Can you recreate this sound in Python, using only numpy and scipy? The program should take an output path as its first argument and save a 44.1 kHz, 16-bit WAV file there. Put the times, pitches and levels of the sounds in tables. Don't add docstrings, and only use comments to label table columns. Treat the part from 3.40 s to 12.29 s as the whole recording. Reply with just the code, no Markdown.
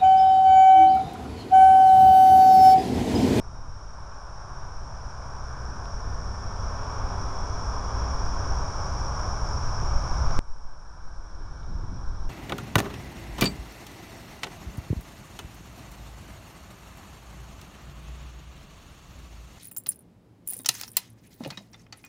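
import sys
import numpy as np
from scipy import signal
from scipy.fft import rfft, irfft, next_fast_len
from scipy.io import wavfile
from scipy.ndimage import uniform_filter1d, map_coordinates

SR = 44100
rng = np.random.default_rng(int(sys.argv[2]) if len(sys.argv) > 2 else 0)


def dump_mix(stems):
    frames = np.atleast_2d(stems).T
    limited = np.clip(frames, -1, 1)
    pcm = np.round(limited * 32767).astype(np.int16)
    wavfile.write(sys.argv[1], SR, pcm)


def field_ratio(decibels):
    return 10 ** (np.asarray(decibels, dtype=float) / 20)


N = 392137
OVERLOAD_S = 6.99076
KNEE_DB = 1.36


def unit(x):
    return x / np.sqrt(np.mean(x ** 2) + 1e-20)


def curves(rows):
    time_s, *columns = np.transpose(rows)
    return np.array([np.interp(np.arange(N) / SR, time_s, c) for c in columns])


def wobble(rate_hz):
    coarse = np.arange(0, N + 32, 32)
    knots = rng.standard_normal(int(N * rate_hz / SR) + 4)
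    return np.interp(np.arange(N), coarse, map_coordinates(knots, [coarse * rate_hz / SR]))


def bell(s, span_s):
    reach_s = 4 * abs(span_s)
    near = np.arange(max(int((s - reach_s) * SR), 0), min(int((s + reach_s) * SR), N))
    out = np.zeros(N)
    out[near] = np.exp(-((near / SR - s) / span_s) ** 2)
    return out


def soft_max(a_db, b_db):
    return KNEE_DB * np.logaddexp(a_db / KNEE_DB, b_db / KNEE_DB)


def filtered(x, response):
    m = next_fast_len(N + SR // 2)
    return irfft(rfft(x, m) * response(np.fft.rfftfreq(m, 1 / SR)), m)[..., :N]


def rush(spectrum, patchy_db):
    z = signal.stft(rng.standard_normal(N), nperseg=512)[2]
    field = uniform_filter1d(rng.standard_normal(z.shape), size=6, axis=0)
    field = uniform_filter1d(field, size=12, axis=1)
    white = signal.istft(z * field_ratio(patchy_db * unit(field)), nperseg=512)[1][:N]
    f_hz, db = np.transpose(spectrum)
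    return unit(filtered(white, lambda hz: field_ratio(np.interp(np.log(hz + 1), np.log(f_hz + 1), db))))


# time_s, half_span_s, roar_db, engine_db, tyre_db
PASSES = [(.05, 0.42, 0.8, -2, 9), (.75, 0.36, 2, 1, 17), (1.2, 0.18, 2, 2, 15), (1.75, 0.33, 1.5, 1, 17),
          (2.25, 0.28, 0.5, 5.5, 17.5), (2.8, 0.39, 0, 6, 15.5), (3.55, 0.38, 3, 3, -6),
          (4.3, 0.46, 0.36, 4, 7), (4.6, .15, 1.5, 1, -3), (5.05, 0.2, 0.2, 1.5, 12),
          (5.8, 0.061, 1.2, -3, -4), (6.1, 0.15, -1, 1, 8), (6.9, 0.46, -0.1, 0, 7), (7.65, 0.52, 0, 4, 17),
          (8.5, 0.63, 1, 5, 18)]
# freq_hz, density_db
ROAR_SPECTRUM = [(260, -16.5), (450, -11), (564, -4), (787, -2.5), (886, -0.5), (1080, 0.5), (1570, -9),
                 (2000, -25.5), (2300, -20), (2710, -29), (3430, -27.5), (4300, -34), (4700, -34),
                 (6110, -58.5), (10300, -120)]
# freq_hz, density_db
ENGINE_SPECTRUM = [(60, -120), (110, -9), (160, 4.5), (230, -5.5), (300, -7), (400, -9), (500, -5),
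                   (700, -24), (1200, -120)]
# freq_hz, density_db
TYRE_SPECTRUM = [(500, -120), (900, -37.5), (1300, -4.5), (1550, -1), (1750, -13), (2100, -37),
                 (3500, -120)]
# freq_hz, density_db
PORT_HISS_SPECTRUM = [(2530, -51), (4300, -30), (4610, -21.5), (5240, -2), (5570, 4), (5850, -3),
                      (6330, -17.5), (6920, -16.5), (7320, -42), (8200, -45.5), (10700, -52), (18000, -120)]


def far_traffic():
    passing = [np.outer(swells_db, bell(s, span_s)) for s, span_s, *swells_db in PASSES]
    roar_db, engine_db, tyre_db = sum(passing)
    roar = field_ratio(roar_db - 0.13 + 0.13 * wobble(2.6)) * rush(ROAR_SPECTRUM, patchy_db=0.24)
    engines = field_ratio(engine_db - 12.5) * rush(ENGINE_SPECTRUM, patchy_db=-0.1)
    tyres = field_ratio(tyre_db - 26.5) * rush(TYRE_SPECTRUM, patchy_db=1.5)
    hiss = field_ratio(-7 + 0.28 * wobble(16)) * rush(PORT_HISS_SPECTRUM, patchy_db=0.35)
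    return roar + engines + tyres + hiss


# time_s, strength_db
WIND_STRENGTH = [(0, 10.5), (.35, 9.5), (.7, 4.5), (1.4, 5.5), (2.4, 5), (3, 5.5), (4.2, 4.5), (5, 7),
                 (5.4, 6.5), (5.8, 4.5), (6.2, 6.5), (6.95, 6), (7.05, 2), (7.6, 3.5), (8.2, 10.5),
                 (8.3, 15.5), (8.89, 14)]
# time_s, level_db, half_span_s
PUFFS = [
    (6.85, 2.5, 0.27),
    (8.03, 12.5, 0.045),
    (8.18, 1, .03),
    (8.3, 7, 0.027),
    (8.37, 6, .04),
    (8.44, 5, .03),
    (8.53, 10, 0.045),
    (8.67, -1, .04),
    (8.76, 2, .03),
    (8.86, 6, .05),
]
# freq_hz, density_db
SWELL_SPECTRUM = [(2.4, -34), (4.0, -3.5), (17, 0.5), (49, -11), (70, -19.5), (91, -34.5), (150, -120)]
# freq_hz, density_db
BUFFET_SPECTRUM = [(18, -26), (30, 1), (65, 0), (108, -7), (231, -27), (261, -28.5), (360, -27), (420, -25),
                   (550, -49.5), (920, -120)]
# freq_hz, density_db
FLUTTER_SPECTRUM = [(30, -120), (60, -30), (100, 0), (200, -7), (300, -15), (420, -25), (600, -45),
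                    (1000, -120)]


def wind():
    strength_db, = curves(WIND_STRENGTH)
    puff_db = sum(db * bell(s, span_s) for s, db, span_s in PUFFS)
    before_gust = np.arange(N) / SR < OVERLOAD_S
    swell_db = np.where(before_gust, 0.2 + strength_db, 13 + 0.47 * strength_db)
    buffet_db = strength_db + 0.26 * puff_db
    flutter_db = -19 + 1.36 * strength_db + puff_db
    swell = unit(field_ratio(2.26 * wobble(3.37)) * rush(SWELL_SPECTRUM, patchy_db=-0.2))
    buffet = unit(field_ratio(1.17 * wobble(12)) * rush(BUFFET_SPECTRUM, patchy_db=0.52))
    flutter = unit(field_ratio(1.6 * wobble(25)) * rush(FLUTTER_SPECTRUM, patchy_db=0.6))
    return field_ratio(swell_db) * swell + field_ratio(buffet_db) * buffet + field_ratio(flutter_db) * flutter


# freq_hz, wander_hz, level_db, loudest_s, half_span_s
HUMS = [(62.3, 1.216, 3.5, 2.54, 1.26), (60.1, 1.3, 2, 4.77, 0.89), (97.4, 0.806, 0, 3.54, 1.5),
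        (125, 1.2, -4.5, 1.3, 1.8), (123.7, 1.2, -7, 6.54, .8), (387.6, .8, -16.5, 3.7, 2.1),
        (423, .5, -19.5, 3.7, 2.6), (3390, 38, -30, 4.1, 1.6)]


def hums():
    out = np.zeros(N)
    for hz, wander_hz, db, s, span_s in HUMS:
        phase = 2 * np.pi * np.cumsum(hz + wander_hz * wobble(4 * wander_hz + 3)) / SR
        out += field_ratio(db + 3 + 1.3 * wobble(4)) * bell(s, span_s) * np.sin(phase)
    return out


# time_s, pitch_hz, level_db
CHIPS = [
    (.17, 3950, -30),
    (4.12, 4350, -33),
    (4.66, 3150, -33),
]


def bird_chips():
    t = np.arange(N) / SR
    out = np.zeros(N)
    for s, hz, db in CHIPS:
        cycles = hz * (t - s) * (1 - 0.55 * (t - s))
        out += field_ratio(db) * bell(s, .03) * np.sin(2 * np.pi * cycles)
    return out


# time_s, rate_hz
BLADE_RATE = [(0, 267), (.8, 263), (1.8, 259), (2.6, 255.5), (3.1, 254.8), (3.5, 257.5), (4.6, 268),
              (5.4, 275.5), (5.9, 312), (6.6, 319.5), (6.9, 321.5), (7.4, 322.8), (8.1, 323.5),
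              (8.5, 322.8), (8.89, 321.5)]
ORDERS = [
    1,
    6.5,
    7,
    14,
]
# time_s, level_db
NEARNESS = [(1.8, -32), (2.3, -18), (3.2, -18), (3.6, -15.5), (5.2, -15.5), (5.5, -22), (6.7, -23.5),
            (7.6, -20.5), (7.95, -11.5), (8.89, -10)]
# time_s, level_db, half_span_s
BEAMS = [
    (.2, -31, .6),
    (1.25, -28.5, 0.54),
    (2.85, -21, 0.63),
    (4.75, -30, 0.61),
    (6.8, -30, 0.31),
    (7.4, -31, 0.55),
    (8.25, -23.5, .38),
]


def plane_tones():
    t = np.arange(N) / SR
    pole = sum(field_ratio(db) * bell(s, span_s) for s, db, span_s in BEAMS)
    second_pole = pole * field_ratio(np.maximum(2 - 6 * t, -22))
    sizes = field_ratio(curves(NEARNESS)[0]), field_ratio(-12) * pole, pole, second_pole
    turns = np.cumsum(curves(BLADE_RATE)[0] * (1 + 0.00042 * wobble(11))) / SR
    out = np.zeros(N)
    for order, size in zip(ORDERS, sizes):
        flicker = field_ratio(1.2 * wobble(8))
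        out += size * flicker * np.sqrt(2) * np.sin(2 * np.pi * order * turns)
    return out


# freq_hz, density_db
SWISH_SPECTRUM = [(1500, -120), (2400, -40), (3000, -7), (3400, -1), (3900, 0), (4400, -3), (5000, -25),
                  (7000, -120)]
# time_s, lag_ms
ECHO_LAG = [(0, 2.5), (7, 3.6), (8.89, 5.6)]


def tip_swish():
    t = np.arange(N) / SR
    far_db, near_db, closes_db_per_s, nearest_s = -50, -22.5, 11, 8
    level_db = soft_max(far_db, near_db - closes_db_per_s * np.maximum(nearest_s - t, 0))
    swish = rush(SWISH_SPECTRUM, patchy_db=1.5)
    echo = map_coordinates(swish, [np.arange(N) - curves(ECHO_LAG)[0] * SR / 1000])
    return field_ratio(level_db - 1.5) * (swish + .8 * echo)


# time_s, peak_db
TICKS = [
    (2.456, -51),
    (6.910, -48),
    (7.336, -61),
    (8.232, -60),
]


def ticks():
    out, t = np.zeros(N + SR), np.arange(SR // 100) / SR
    for s, db in TICKS:
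        decay = field_ratio(db + 13 - 60 * t / .011)
        out[round(s * SR):][:len(t)] += decay * rng.standard_normal(len(t))
    return filtered(out[:N], lambda hz: np.exp(-((hz - 3100) / 1500) ** 2))


# time_s, pressure, half_width_s
PUSHES = [(6.568, 9, .012), (6.718, 10, .011), (6.869, -9, .012), (6.903, 8, .01), (6.93, -8, .014),
          (7.01, -14, .008), (7.117, -25, .03), (7.257, 36, .017), (7.318, -15, .02), (7.385, 19, .016),
          (7.589, 18, .013), (7.658, -16, .025), (8.237, 18, .007), (8.327, 22, .006), (8.36, 22, .005),
          (8.383, 20, .006), (8.68, -20, .008), (8.877, -24, .007), (6.973, 15.5, .009), (6.99, 14, .009)]


def gust_pushes():
    return sum(push * bell(s, width_s) for s, push, width_s in PUSHES)


# start_s, gain_db, ceiling_db
CREEP = [
    (.3, -49.5, -36),
    (7.5, -53.5, -49),
]


def control_db():
    t = np.arange(N) / SR
    creep_db_per_s = 3
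    gains_db = []
    for start_s, db, ceiling_db in CREEP:
        rising_db = db + creep_db_per_s * np.maximum(t - start_s, 0)
        gains_db.append(-soft_max(-ceiling_db, -rising_db))
    return np.where(t < OVERLOAD_S, *gains_db)


def scene():
    air = far_traffic() + wind() + hums() + bird_chips() + plane_tones() + tip_swish() + gust_pushes()
    return (air + ticks() / field_ratio(control_db()))[None]


# freq_hz, density_db
PREAMP_SPECTRUM = [(700, -120), (1500, -30), (3000, -3), (5000, -2), (7500, 0), (9500, -1), (10100, -3),
                   (10500, -7), (10900, -17), (11100, -25), (11300, -38), (11600, -120)]


def preamp_hiss(gain_db):
    return field_ratio(-71.5 + 0.69 * (gain_db + 47.5)) * rush(PREAMP_SPECTRUM, patchy_db=0.8)


# freq_hz, level_db
CLOCKS = [
    (3893, -88),
    (7400, -89),
    (9600, -92),
]


def clock_whine():
    t = np.arange(N) / SR
    return sum(field_ratio(db) * np.sqrt(2) * np.sin(2 * np.pi * hz * t) for hz, db in CLOCKS)


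def roll_off(x):
    return signal.sosfilt(signal.butter(12, 11170, fs=SR, output="sos"), x)


def record(dry):
    gain_db, t = control_db(), np.arange(N) / SR
    gained = np.pad(dry * field_ratio(gain_db), ((0, 0), (0, 900)), 'reflect')
    limited = filtered(gained, lambda hz: 1 / (1 + (hz / 10400) ** 32))
    stop = np.clip((N / SR - t) / .003, 0, 1)
    offset = -.0085
    return roll_off((limited + preamp_hiss(gain_db) + clock_whine() + offset) * stop)


dry = scene()
out = record(dry)
dump_mix(out)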